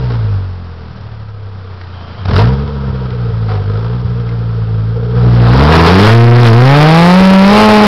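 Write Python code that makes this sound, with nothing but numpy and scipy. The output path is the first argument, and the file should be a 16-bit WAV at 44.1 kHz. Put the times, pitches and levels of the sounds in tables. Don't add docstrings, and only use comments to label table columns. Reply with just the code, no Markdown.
import sys
import numpy as np
from scipy import signal
from scipy.fft import rfft, irfft, next_fast_len
from scipy.io import wavfile
from scipy.ndimage import uniform_filter1d

SR = 44100
rng = np.random.default_rng(int(sys.argv[2]) if len(sys.argv) > 2 else 0)


def voltage_ratio(level):
    return 10 ** (np.asarray(level, float) / 20)


def file_out(sig):
    cols = np.atleast_2d(sig).T
    lim = np.clip(cols, -1, 1)
    pcm = np.round(lim * 32767).astype(np.int16)
    wavfile.write(sys.argv[1], SR, pcm)


N = 347049

# (firing rate [Hz], upper orders over the gas [dB], firing unevenness [dB],
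# half order [dB], orders one and two [dB])
BY_SPEED = [(30.3, -15, 3.5, -43, -12), (37.5, -9.5, 4, -40.5, -7), (46.2, -6.5, 3, -34, -0.3),
            (70, -2.5, 6.5, -35, -1.05), (86, 1.5, 3, -33.5, -2.2), (117.6, -0.5, -1.2, -44, 1.16),
            (160, 3.5, -1, -30.5, 2), (178, 5, -0.5, -30, 1), (189, -6, 1, -24.5, 0.8),
            (218, 0.5, 5.5, -10, 0.7)]


def rms_one(x):
    return x / np.sqrt(np.mean(x ** 2) + 1e-20)


def in_time(rows):
    s, *columns = np.transpose(rows)
    return [np.interp(np.arange(N) / SR, s, c) for c in columns]


def on_log(points, hz, axis=1):
    points = np.array(points)
    return np.interp(np.log(hz), np.log(points[:, 0]), points[:, axis])


def hump(middle_s, before_s, after_s):
    return np.interp(np.arange(N) / SR, [middle_s - before_s, middle_s, middle_s + after_s], [0, 1, 0])


def resonance(x, hz, width_hz):
    r = np.exp(-np.pi * width_hz / SR)
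    b = np.array([1, 0, -1]) * (1 - r * r) / 2
    return signal.lfilter(b, [1, -2 * r * np.cos(2 * np.pi * hz / SR), r * r], x)


def narrow_noise(hz, width_hz, source, second_width_hz):
    return rms_one(resonance(resonance(source, hz, width_hz), hz, second_width_hz))


def coloured(x, points):
    size = next_fast_len(N)
    hz = np.maximum(np.arange(size // 2 + 1) * SR / size, 1)
    return irfft(rfft(x, size) * voltage_ratio(on_log(points, hz)), size)[:N]


def firing_rate():
    # (time [s], firing rate [Hz])
    speed = [(0, 64), (.39, 47.7), (1.0, 38.06), (1.6, 31.85), (2.23, 27.68), (2.51, 65.7), (2.65, 71.6),
             (3.45, 54.3), (3.95, 60.93), (4.8, 54.2), (5.14, 60.2), (5.72, 80.57), (6.13, 115.3),
             (6.42, 121.2), (6.8, 148.6), (7.2, 188.6), (7.62, 215.5), (7.87, 208.5)]
    # (slowest time [s], rate lost [Hz], sinking [s], recovering [s])
    bogs = [
        (3.611, 8.07, .14, 0.36),
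        (5.499, 13.93, .36, .22),
        (5.87, 10.1, .15, 0.27),
        (6.52, 17.5, .1, .24),
        (7.44, 11, .24, .14),
    ]
    drag = sum(lost * hump(s, sinking_s, recovering_s) for s, lost, sinking_s, recovering_s in bogs)
    flywheel_s = .05
    return uniform_filter1d(in_time(speed)[0] - drag, size=round(flywheel_s * SR), mode="nearest")


def throttle_stabs():
    # (middle time [s], half length [s], extra gas [dB])
    stabs = [(0.126, 0.051, 2.5), (2.258, 0.006, 6.5), (2.295, 0.013, 3.5), (2.382, 0.13, 10.5),
             (3.519, .07, 5), (3.787, 0.26, 3), (5.475, 0.03, 1), (5.76, 0.073, 3), (5.872, 0.039, 3.5),
             (6.073, 0.11, 5.5), (6.288, 0.1, -2.5), (6.461, 0.049, 3.5), (6.571, 0.096, -0.5),
             (7.256, 0.17, 1.5), (7.573, 0.089, 4)]
    return sum(db * hump(s, half_s, half_s) for s, half_s, db in stabs)


def low_orders(rate, pressure_db):
    # (frequency [Hz], level [dB])
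    part_flow = [(30, -13.5), (60, -13.5), (75, -4), (100, 0.5), (118, -2), (135, -5.5), (170, -9),
                 (215, -7.5)]
    full_flow = [(70, -7.5), (120, -2.5), (147, -6.5), (190, -1), (247, -14.5), (300, -12), (380, -27.5),
                 (450, -5)]
    # (time [s], half length [s], pressure [dB])
    misses = [
        (.97, 0.077, -5),
        (3.636, 0.014, -10.5),
        (4.66, 0.025, -4),
    ]
    pressure_db = pressure_db + sum(db * hump(s, half_s, half_s) for s, half_s, db in misses)
    opened = np.interp(rate, (64, 78), [0, 1])
    coasts_until_s = 0.86
    coasting = np.interp(np.arange(N) / SR, [coasts_until_s, coasts_until_s + .05], [1, 0])
    slow_db = on_log(BY_SPEED, rate, axis=4)
    trims_db = [3 + slow_db, 1.07 + slow_db, -3.5 - 6 * coasting]
    levels_db = []
    for k, trim_db in enumerate(trims_db, start=1):
        silencer_db = (1 - opened) * on_log(part_flow, k * rate) + opened * on_log(full_flow, k * rate)
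        levels_db.append(pressure_db + trim_db + silencer_db)
    return levels_db


def upper_orders(rate, load, sway, uneven_db, smooth):
    # (frequency [Hz], part load [dB], full load [dB])
    exhaust = [(114.3, 11, 0), (203, 4, 1.5), (250, -3.5, -20), (362, -13, -12.5), (450, -1.5, -9.5),
               (568, -18, -14), (820, -22, -2), (975, -9.5, -4), (1300, -28, -7), (1670, -29, -28.5),
               (2610, -27, -46.5)]
    upper = 0
    for k in range(4, 16):
        level_db = (1 - load) * on_log(exhaust, k * rate) + load * on_log(exhaust, k * rate, axis=2)
        level_db = level_db + (1.3 - .7 * load) * uneven_db * smooth[k]
        upper = upper + voltage_ratio(level_db) * np.cos(2 * np.pi * (k * sway - 0.03103 * k * k))
    return upper


def gas_puffs(rate, turns, stab_db, flutter):
    crackle = 1 + 1.28 * stab_db
    since_s = (turns % 1) / rate
    rise = 1 - np.exp(-since_s / .003)
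    gate = 1 + np.maximum(crackle, 0) * 0.84 * rise * np.exp(-since_s / 0.0049)
    gate = gate * voltage_ratio(flutter)
    return rng.standard_normal((3, N)) * gate / np.sqrt(uniform_filter1d(gate ** 2, size=4000))


def pipe_ring(stab_db):
    # (start [s], end [s], ring over its rest level [dB])
    pulls = [
        (0, .35, 8.5),
        (1.13, 1.776, 13),
        (2.45, 4.897, 19.5),
        (4.904, 5.247, 26.5),
        (5.253, 6.01, 12.5),
        (5.999, 7.873, 7.5),
    ]
    rest_db, ramp_s = -21, 0.098
    t = np.arange(N) / SR
    pull_db = sum(db * (t >= start) * (t < end) for start, end, db in pulls)
    return rest_db + uniform_filter1d(pull_db, size=round(ramp_s * SR), mode="nearest") + 0.2 * stab_db


def pipe(x):
    # (frequency [Hz], width [Hz], level [dB])
    modes = [(720, 70, -6), (930, 90, -4), (1290, 130, 0), (1620, 120, -8), (3200, 300, -17)]
    return sum((-1) ** k * voltage_ratio(db) * resonance(x, hz, width) for k, (hz, width, db) in enumerate(modes))


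def gas_noise(puffs, load, ring_db, stab_db):
    # (frequency [Hz], level [dB per Hz])
    gas_spectrum = [(20, -37.5), (60, -10.5), (120, -3), (250, -17), (350, -14), (600, -13), (1200, -13),
                    (2200, -24), (3500, -26.5), (5600, -29.5)]
    piped_db = 0.5 + ring_db / 3 + 0.2 * stab_db
    gas = rms_one(coloured(puffs[0], gas_spectrum)) + rms_one(pipe(puffs[1])) * .6 * voltage_ratio(piped_db)
    rumble = signal.sosfiltfilt(signal.butter(2, 150, fs=SR, output="sos"), gas)
    return gas - 0.63 * load * rumble


def engine():
    # (time [s], firing pressure [dB], gas flow [dB])
    pedal = [(0, -11.5, -27.5), (.35, -12.5, -31.5), (.55, -22, -36), (1.0, -24, -35), (1.35, -21.5, -39.5),
             (2.225, -24, -30), (2.31, -7.5, -23.5), (2.45, -4, -22), (2.65, -14.5, -31), (5.08, -13, -34),
             (5.25, -2, -22.5), (5.55, 0.5, -9.5), (5.95, 2.5, -2.5), (6.22, 5.5, -3.5), (6.62, 4, -3.5),
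             (6.88, 5.5, -1), (7.35, 6, -1), (7.87, 5, 1.5)]
    order_lags = [0.0, 0.308, 0.612]
    rate = firing_rate()
    pressure_db, flow_db = in_time(pedal)
    stab_db = throttle_stabs()
    upper_db, uneven_db, lope_db = (on_log(BY_SPEED, rate, axis=k) for k in range(1, 4))
    upper_db = upper_db + 0.3 * stab_db
    uneven_db = uneven_db + 0.2 * stab_db
    full_speed = np.interp(rate, (77, 137), [0, 1])
    wide_open = np.interp(flow_db, (-36.5, -16), [0, 0.27])
    load = np.maximum(full_speed, wide_open)

    turns = np.cumsum(rate) / SR
    turns = turns - turns[round(2.25 * SR)]
    cycle = np.floor(turns).astype(int) - int(np.floor(turns[0]))
    chance = np.clip(rng.standard_normal((1200, 16)), -1.7, 1.7)
    smooth = uniform_filter1d(chance[cycle].T, size=600, axis=1)
    sway = turns + .008 * smooth[1]

    orders_db = low_orders(rate, pressure_db)
    flutter_db = .3 * uneven_db * smooth[0]
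    low = sum(voltage_ratio(db + flutter_db) * np.sqrt(2) * np.cos(2 * np.pi * k * (sway - lag))
              for k, (db, lag) in enumerate(zip(orders_db, order_lags), start=1))
    lope = voltage_ratio(lope_db + 2.2 * smooth[2]) * np.cos(np.pi * sway)
    half = voltage_ratio(orders_db[0]) * lope

    upper = upper_orders(rate, load, sway, uneven_db, smooth)
    ring_db = pipe_ring(stab_db)
    puffs = gas_puffs(rate, turns, stab_db, 0.25 * uneven_db * smooth[0])
    gas = gas_noise(puffs, load, ring_db, stab_db)
    ring = narrow_noise(446, 58, puffs[2], second_width_hz=116)
    roar = voltage_ratio(upper_db) * upper * (1 + 3.1 * lope)
    roar = roar + voltage_ratio(-1.03 - 3.5 * load) * gas
    roar = roar + voltage_ratio(ring_db + 2.5) * ring
    return voltage_ratio(flow_db + stab_db) * roar - low - half


def belt():
    # (time [s], level [dB])
    whistle = [
        (0, -64),
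        (1.75, -90),
        (1.95, -48),
        (2.25, -46.5),
        (2.4, -59),
        (7.87, -68),
    ]
    noise = narrow_noise(3120, 270, rng.standard_normal(N), second_width_hz=270)
    return voltage_ratio(in_time(whistle)[0]) * noise


def blows(events, rise_s, noisy):
    out, t = np.zeros(N + SR), np.arange(SR // 4) / SR
    for s, db, hz, t60 in events:
        shape = (1 - np.exp(-t / rise_s)) * voltage_ratio(db - 60 * t / t60)
        rattle = rms_one(resonance(rng.standard_normal(len(t)), hz, .9 * hz))
        out[round(s * SR):][:len(t)] += shape * (np.sin(2 * np.pi * hz * t) + noisy * rattle)
    return out[:N]


def forest(x):
    dull = signal.sosfilt(signal.butter(1, 1500, fs=SR, output="sos"), x)
    echoes = [(.023, -1), (.061, -39), (.113, -16.5)]   # (delay [s], level [dB])
    return x + sum(voltage_ratio(db) * np.pad(dull, (int(s * SR), 0))[:N] for s, db in echoes)


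def stone_knocks():
    # (time [s], peak [dB], pitch [Hz], t60 [s])
    stones = [(.1, -31.5, 1090, 0.14), (.14, -35.5, 1300, 0.1), (1.813, -25.5, 1580, 0.026),
              (2.677, -18, 720, 0.016), (2.362, -9.5, 1313, 0.078), (2.39, -7, 962, 0.09),
              (5.72, -8.5, 1680, 0.27), (3.105, -24.5, 1980, 0.025), (3.49, -23, 743, 0.18),
              (3.55, -25, 736, 0.16), (4.29, -30.5, 2095, .04)]
    return forest(blows(stones, rise_s=0.00051, noisy=0.76))


def stray_thumps():
    # (time [s], peak [dB], pitch [Hz])
    strays = [(1.001, -18, 96.5), (2.177, -13, 96.6), (2.249, -15, 95), (2.283, -4, 95.4), (2.631, -12, 97),
              (2.879, -10, 95), (3.098, -15, 92), (3.289, -10.5, 96), (4.04, -6.5, 91.9),
              (4.078, -15, 95.45), (4.67, -29, 95)]
    t60_s = 0.26
    return blows([(*row, t60_s) for row in strays], rise_s=0.0063, noisy=0.087)


def scene():
    return (engine() + belt() + stone_knocks() + stray_thumps())[None]


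def band_limit(x):
    return signal.sosfilt(signal.butter(12, 16530, fs=SR, output="sos"), x)


def record(dry):
    step, top = 4, .69
    band = signal.sosfilt(signal.butter(4, 7000, fs=SR, output="sos"), dry - .012)
    held = np.clip(band[:, ::step], -top, top)
    taps = step * signal.firwin(129, SR / step / 2, window=("kaiser", 9.0), fs=SR)
    smooth = signal.upfirdn(taps, held, up=step)[:, 64:64 + N]
    mix = np.clip(smooth, -1.005 * top, 1.005 * top)
    return band_limit(mix)


dry = scene()
out = record(dry)
file_out(out)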